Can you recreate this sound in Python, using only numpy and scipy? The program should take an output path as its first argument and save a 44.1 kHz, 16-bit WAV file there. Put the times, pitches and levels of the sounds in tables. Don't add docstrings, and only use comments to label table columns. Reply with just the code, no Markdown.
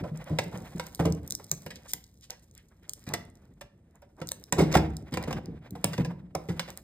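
import sys
import numpy as np
from scipy import signal
from scipy.fft import rfft, irfft, next_fast_len
from scipy.io import wavfile
from scipy.ndimage import uniform_filter1d, map_coordinates

SR = 44100
rng = np.random.default_rng(int(sys.argv[2]) if len(sys.argv) > 2 else 0)


def transcribe(signal):
    frames = np.atleast_2d(signal).T
    limited = np.clip(frames, -1, 1)
    pcm = np.round(limited * 32767).astype(np.int16)
    wavfile.write(sys.argv[1], SR, pcm)


N = 301199


def amp(db):
    return 10 ** (np.asarray(db) / 20)


def unit(x):
    return x / np.sqrt(np.mean(x ** 2) + 1e-20)


def struck(x, size=1100):
    return x / np.sqrt(np.mean(x[:size] ** 2) + 1e-20)


def along(points, hz):
    f, v = np.transpose(points)
    return np.interp(np.log(hz + 1), np.log(f + 1), v)


def curve(points):
    return np.interp(np.arange(N) / SR, *np.transpose(points))


def bell(hz, centre_hz, octaves):
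    return np.exp(-(np.log2((hz + 1) / centre_hz) / octaves) ** 2)


def filtered(x, response):
    n = x.shape[-1]
    m = next_fast_len(n + SR // 8)
    return irfft(rfft(x, m) * response(np.fft.rfftfreq(m, 1 / SR)), m)[..., :n]


def impulse(level_db, size=2048):
    cepstrum = irfft(np.log(amp(level_db(np.fft.rfftfreq(size, 1 / SR)))))
    cepstrum[1:size // 2] *= 2
    cepstrum[size // 2 + 1:] = 0
    return irfft(np.exp(rfft(cepstrum)))


def dying(t, t60):
    return np.exp(-np.log(1000) * t / t60)


def add(track, s, x):
    part = track[max(round(s * SR), 0):][:len(x)]
    part += x[:len(part)]


def wobble(rate):
    knots = rng.standard_normal(int(N * rate / SR) + 4)
    return map_coordinates(knots, [np.arange(N) * rate / SR])


def noise(spectrum, channels=1):
    return unit(filtered(rng.standard_normal((channels, N)), lambda hz: amp(along(spectrum, hz))))


def roughness(t, spread_db, size):
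    return amp(spread_db * unit(uniform_filter1d(rng.standard_normal(len(t)), size=size)))


def burst(t, rise, t60):
    impacts = roughness(t, spread_db=3, size=60)
    return rng.standard_normal(len(t)) * impacts * (1 - np.exp(-t / rise)) * dying(t, t60)


# frequency in Hz, relative spectral density in dB.
AIR_SPECTRUM = [(22, -11), (45, -4.5), (65, 3.5), (110, -6), (200, -8), (400, -26.5), (1000, -40),
                (3000, -56.5), (9000, -47.5), (16000, -61)]


def air():
    return amp(-59.5) * noise(AIR_SPECTRUM) + amp(-84) * noise(RUB_SPECTRUM, channels=2)


# frequency in Hz, reverberation time (t60) in seconds.
ROOM_DECAY = [(100, 0.87), (400, 0.44), (1500, 0.38), (5000, 0.29), (9000, 0.19), (15000, 0.22)]


def room(x, spread, rise_s=0.001, block=16384):
    out = np.zeros((2, N))
    hz, t = np.fft.rfftfreq(256, 1 / SR), np.arange(200) * 128 / SR
    decay = dying(t, along(ROOM_DECAY, hz)[:, None])
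    for start in range(0, N, block):
        real, imaginary = rng.standard_normal((2, 2) + decay.shape)
        tails = signal.istft((real + 1j * imaginary) * decay, SR)[1]
        tails *= 1 - np.exp(-np.arange(tails.shape[1]) / SR / rise_s)
        tails /= np.linalg.norm(tails[0])
        mid, side = signal.fftconvolve(x[None, start:start + block], tails, axes=1)
        add(out[0], start / SR, mid + spread * side)
        add(out[1], start / SR, mid - spread * side)
    return out


# frequency in Hz, relative density in dB.
FLEX_SPECTRUM = [(25, -21), (50, 4), (68, -7), (110, 1.5), (180, -4), (240, -5.5), (400, -8.5), (700, -22),
                 (1500, -64)]
RUB_SPECTRUM = [(250, -37.5), (520, 5.5), (950, -1), (1400, -4.5), (2000, -6.5), (2800, -10.5),
                (4500, -16.5), (8000, -31)]
KEY_SPECTRUM = [(600, -28.5), (2600, -24), (4000, -4.5), (5000, -5.5), (7000, -6), (9200, -6.5),
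                (11000, -11.5), (14300, -7.5), (16500, -9)]
# time in seconds, relative flexing level in dB.
HAND_PRESSURE = [(0.0, -43), (1.29, -49), (1.86, -53.5), (2.04, -66), (3.31, -55), (3.96, -62.5),
                 (4.58, -51.5), (4.7, -35.5), (5.0, -47.5), (5.34, -38), (5.53, -46), (5.76, -51),
                 (6.01, -40.5), (6.2, -55), (6.6, -44.5), (6.83, -50.5)]
# time in seconds, relative scraping level in dB.
KEY_MOTION = [(0, -67.5), (.6, -59), (1.0, -56.5), (1.2, -69), (1.55, -53.5), (1.83, -67), (2.15, -69),
              (2.8, -75.5), (3.05, -60.5), (3.3, -73.5), (3.9, -92), (4.4, -66.5), (4.7, -66), (5.1, -73),
              (5.6, -91), (5.95, -53), (6.27, -97), (6.45, -62.5), (6.83, -62)]


def hand(flex_db=-4, rub_db=-8, scrape_db=-3, grip_db=-36.5, swing_db=4.5, grain_db=6):
    flex, scrape = curve(HAND_PRESSURE), curve(KEY_MOTION)
    rub = grip_db + 1.34 * (flex - grip_db)
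    slips = wobble(45)
    flexing = unit(noise(FLEX_SPECTRUM)[0] * amp(swing_db * wobble(39)))
    rubbing = unit(noise(RUB_SPECTRUM)[0] * amp(5.9 * slips))
    scraping = unit(noise(KEY_SPECTRUM)[0] * amp(1.8 * slips + grain_db * wobble(1000)))
    return amp(flex + flex_db) * flexing + amp(rub + rub_db) * rubbing + amp(scrape + scrape_db) * scraping


# midpoint in seconds, half length in seconds, level in dB, centre frequency in Hz.
STROKES = [(1.764, 0.0072, -51.5, 4200), (1.901, 0.012, -44.5, 6800), (2.24, 0.012, -53.5, 4860),
           (2.587, 0.019, -63, 2580), (2.722, 0.0087, -64.5, 1160), (2.436, 0.0087, -65, 8760),
           (2.845, 0.013, -63, 2070), (2.889, 0.014, -60.5, 656), (3.033, 0.016, -67.5, 1800),
           (3.116, 0.015, -45, 700), (3.437, 0.037, -73, 984), (3.962, 0.013, -63, 895),
           (4.199, .014, -51, 600), (4.606, .021, -23.5, 365), (6.111, 0.0082, -45, 775)]


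def slides(octaves=1.67, focus_db=22):
    out, t = np.zeros(N), np.arange(-SR // 10, SR // 10) / SR
    for s, half, db, centre_hz in STROKES:
        def band(hz):
            return amp(focus_db * bell(hz, centre_hz, octaves)) / (1 + hz / centre_hz / 2)
        grains = rng.standard_normal(len(t)) * roughness(t, spread_db=2.5, size=70)
        swell = np.exp(-(t / half) ** 2 / 2)
        add(out, s + t[0], amp(db) * unit(filtered(grains, band)) * swell)
    return out


def jingles(count=96, per_second=17, above_scrape_db=21, spread_db=4.5, ring_hz=7400, octaves=0.35):
    late, strength, pitch = rng.standard_normal((count, 3)).T
    s = np.abs(np.arange(count) + late) / per_second
    db = np.interp(s, *np.transpose(KEY_MOTION)) + above_scrape_db + spread_db * strength
    return list(zip(s, db, ring_hz * 2 ** (octaves * pitch)))


# time in seconds, relative level in dB, ring frequency in Hz.
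KEY_TICKS = [(0.573, -33, 4930), (0.8653, -25.5, 5240), (1.054, -22.5, 5230), (1.1217, -23, 6330),
             (1.275, -26.5, 13000), (1.2993, -28.5, 6950), (1.305, -12, 7300), (1.3207, -15.5, 7930),
             (1.3493, -12.5, 7870), (1.5133, -3.5, 7440), (1.6604, -29.5, 14200), (1.7556, -30, 4100),
             (1.9046, -33, 7140), (1.915, -28.5, 14000), (1.933, -8.5, 11400), (2.039, -36.5, 4900),
             (2.303, -20.5, 4500), (2.5492, -36, 6940), (2.576, -35.5, 7510), (2.8926, -15, 7260),
             (2.9329, -20.5, 7900), (3.088, -25.5, 4040), (3.1367, -17, 8200), (3.6116, -31, 8900),
             (3.954, -47, 7500), (4.0178, -48, 11900), (4.27, -26, 7240), (4.28, -36, 8410),
             (4.287, -19.5, 5300), (4.3113, -30, 12900), (4.3163, -9, 8000), (4.437, -28.5, 4000),
             (4.5231, -7, 7630), (4.7248, -18.5, 5240), (4.9659, -24.5, 6460), (5.139, -27.5, 4930),
             (5.2252, -29.5, 4940), (5.456, -35.5, 4940), (5.7057, -32.5, 14800), (5.8415, -5, 8240),
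             (6.35, -18.5, 8660), (6.7012, -27.5, 4470), (6.7726, -23.5, 9250)]


def key(tick_db=-1, focus_db=7, octaves=0.55, ring_db=-24, ring_t60=0.021, delay_s=0.0019):
    out, t = np.zeros(N), np.arange(SR // 20) / SR
    for s, db, ring_hz in KEY_TICKS + jingles():
        metal = impulse(lambda hz: along(KEY_SPECTRUM, hz) + focus_db * bell(hz, ring_hz, octaves))
        tick = signal.fftconvolve(burst(t, rise=0.0006, t60=0.0042), metal)[:len(t)]
        ring = amp(ring_db) * np.sin(2 * np.pi * ring_hz * t) * dying(t, ring_t60)
        add(out, s + delay_s, amp(db + tick_db) * (tick / np.abs(tick).max() + ring))
    return out


# frequency in Hz, bandwidth in Hz, relative level in dB.
HOUSING_MODES = [(519, 67, 5.5), (670, 38, -8.5), (746, 84, -4), (835, 30, -1), (975, 75, 11),
                 (1090, 120, 0.5), (1332, 190, 0.5), (1634, 60, -0.5), (1932, 150, -2.5), (2230, 310, -6.5),
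                 (2760, 340, -7.5), (3550, 140, -20.5), (3690, 27, -12)]
# frequency in Hz, relative spectral density in dB.
CAM_SPECTRUM = [(2200, -22.5), (3500, 2), (5000, 5.5), (7000, -4), (7900, -2), (8330, -1.5), (8800, -3.5),
                (10500, -17), (14000, -8.5), (16500, -25)]
# start in seconds, chatter t60 in seconds, relative level in dB, hardness in dB.
LATCH_CLACKS = [(0.037, 0.14, -38, -18), (0.286, 0.49, -44, -14), (0.387, 0.029, -29, 1.5),
                (0.519, 0.44, -44.5, -24), (0.797, 0.027, -36, 0), (0.994, 0.1, -28.5, -25.5),
                (1.052, 0.11, -30.5, -9.5), (1.398, 0.028, -50, -22), (1.514, 0.038, -48, 0.5),
                (1.664, 0.029, -42.5, -4), (1.705, 0.06, -56, 13.5), (1.934, 0.015, -53.5, 11),
                (2.299, 0.16, -52.5, 2), (3.067, 0.18, -53, 6), (3.137, .04, -36, 5.5),
                (3.611, 0.056, -48.5, 1), (4.021, 0.081, -54.5, -12), (4.216, 0.044, -40, -6.5),
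                (4.316, 0.0083, -47.5, -0.5), (4.524, 0.05, -30.5, -1), (4.584, 0.2, -32, 0.5),
                (4.715, 0.28, -39.5, 1.5), (4.74, 0.096, -28, -1.5), (4.753, 0.034, -18, -41),
                (4.769, 0.059, -28.5, -2), (5.123, 0.1, -52, 4), (5.139, 0.057, -43, 5),
                (5.172, .029, -33.5, -4.5), (5.238, 0.027, -45, 0), (5.275, 0.1, -37, -31),
                (5.308, 0.054, -38.5, -9), (5.328, 0.027, -40.5, 2.5), (5.384, .025, -44.5, -17),
                (5.753, 0.071, -43.5, -34), (5.842, 0.026, -31.5, -0.5), (5.933, 0.058, -44.5, 5.5),
                (5.979, 0.04, -36.5, -5.5), (6.048, 0.051, -43, 1), (6.35, 0.039, -31, -14.5),
                (6.487, 0.14, -42.5, -3.5), (6.595, 0.022, -37, 6.5), (6.678, 0.14, -51, 2)]


def latch(knock_db=-1, clack_db=-6, crack_db=-5, snap_db=-7, detune=0.024, bounce_s=0.007, bounce_db=-13):
    out, t = np.zeros(N), np.arange(SR // 5) / SR
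    hz, width, mode_db = np.transpose(HOUSING_MODES)[..., None]
    cam = impulse(lambda f: along(CAM_SPECTRUM, f))
    for s, chatter, level, hardness in LATCH_CLACKS:
        levels = level + hardness * np.array([0, 0.17, 0.97, 1]) + [knock_db, clack_db, crack_db, snap_db]
        shift, sign = rng.standard_normal((2, len(HOUSING_MODES), 1))
        envelopes = np.sign(sign) * amp(mode_db) * width * np.exp(-np.pi * width * t)
        modes = envelopes * np.sin(2 * np.pi * hz * (1 + detune * shift) * t)
        knock, clack, crack = [np.diff(group.sum(0)) for group in np.split(modes, [3, 7])]
        for body, db in zip([knock, clack, crack, cam], levels):
            push = burst(t, rise=0.012 * chatter, t60=chatter)
            push[0] = 5
            add(push, bounce_s * rng.uniform(0.7, 1.3), amp(bounce_db) * push)
            add(out, s, amp(db) * struck(signal.fftconvolve(push, body)[:len(t)]))
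    return out


# frequency in Hz, relative level in dB, t60 in seconds.
DOOR_MODES = [(75.7, -2.5, 0.28), (99.4, 0, 0.18), (119.3, -5.5, 0.15), (143.2, 0, .15),
              (162.7, -0.5, 0.21), (183.4, 2.5, 0.12), (229.6, -12, 0.26), (281.5, 2.5, 0.12),
              (318.5, 0, 0.19), (371.3, 1, 0.12), (449.2, -0.5, 0.12), (484, -10.5, 0.27)]
# start in seconds, relative level in dB, nearness to the edge in dB.
DOOR_THUDS = [(0.002, -39, 2), (0.04, -42, -3.5), (0.112, -36, -26), (0.302, -31, -2), (0.388, -40, 2.5),
              (0.46, -39, -4), (0.539, -37.5, -5), (0.75, -38, -2.5), (0.995, -28.5, 5),
              (1.052, -29.5, 9.5), (1.101, -32, -4.5), (1.514, -42, -2.5), (1.659, -47, 4.5),
              (1.936, -52.5, 0), (3.075, -38, -6), (3.122, -42.5, 4.5), (4.209, -40.5, 1), (4.527, -33, 1),
              (4.583, -24, 4), (4.604, -20.5, -2.5), (4.755, -22.5, 6), (5.122, -33, 0.5),
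              (5.164, -36, 5.5), (5.28, -32, -1.5), (5.345, -34.5, -5.5), (5.481, -37.5, 0.5),
              (5.722, -40, -1), (5.841, -29, -8), (5.984, -23.5, -5), (6.351, -41, 3.5), (6.486, -30, -3.5)]


def door(sway_db=-9, panel_db=0, shell_db=-7, rattle=0.045, detune=0.023, swell_s=0.0042):
    out, t = np.zeros(N), np.arange(SR // 2) / SR
    hz, mode_db, t60 = np.transpose(DOOR_MODES)[..., None]
    swell = 1 - np.exp(-t / swell_s)
    for s, level, edge in DOOR_THUDS:
        levels = level + edge * np.array([1.2, 0, 0.76]) + [sway_db, panel_db, shell_db]
        push = rattle * burst(t, rise=0.003, t60=0.04)
        push[0] = 1
        shift, strength, sign = rng.standard_normal((3, len(DOOR_MODES), 1))
        envelopes = np.sign(sign) * amp(mode_db + 2 * strength) * dying(t, t60)
        modes = envelopes * np.sin(2 * np.pi * hz * (1 + detune * shift) * t)
        for group, db in zip(np.split(modes, [2, 7]), levels):
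            ring = signal.fftconvolve(push, group.sum(0))[:len(t)] * swell
            add(out, s, amp(db) * struck(ring, size=1500))
    return out


def scene():
    thuds, clacks, ticks = door(), latch() + slides(), key()
    echo = amp(-8.5) * room(thuds, spread=0.09)
    echo += amp(-11.5) * room(clacks, spread=0.58)
    echo += amp(-15) * room(ticks, spread=0.28)
    return air() + echo + hand() + ticks + clacks + thuds


# frequency in Hz, gain in dB.
MIC_RESPONSE = [(800, 0), (1250, -1.5), (1900, 2), (3500, 0), (4400, -1.5), (5500, 1), (6700, 1.5),
                (7800, -2), (8400, 0.5), (10300, 0.5), (12000, 2), (15000, -2)]
# frequency in Hz, lead of the left in radians.
CHANNEL_PHASE = [(100, 0), (300, -.2), (560, -.9), (900, -.15), (1450, -.2), (2100, 1), (2800, 2.7),
                 (3800, 1.1), (4570, 2.1), (5000, 1), (5650, 3.1), (8100, 6.2), (10900, 9.4), (13500, 12.5),
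                 (16000, 15.5)]
# frequency in Hz, left minus right level in dB.
CHANNEL_BALANCE = [(380, 0), (620, -3.8), (1300, -2), (2000, -.7), (3200, -3), (5000, -1), (8000, 0)]


def record(dry, low_hz=45, top_hz=15950):
    def microphones(hz):
        lead = np.exp(1j * along(CHANNEL_PHASE, hz) / 2)
        tilt = amp(along(CHANNEL_BALANCE, hz) / 2)
        return amp(along(MIC_RESPONSE, hz)) * np.array([lead * tilt, 1 / (lead * tilt)])
    bass_cut = signal.sosfilt(signal.butter(2, low_hz, "highpass", fs=SR, output="sos"), dry)
    coloured = filtered(bass_cut, microphones)
    return filtered(coloured, lambda hz: 1 / np.sqrt(1 + (hz / top_hz) ** 100))


dry = scene()
out = record(dry)
transcribe(out)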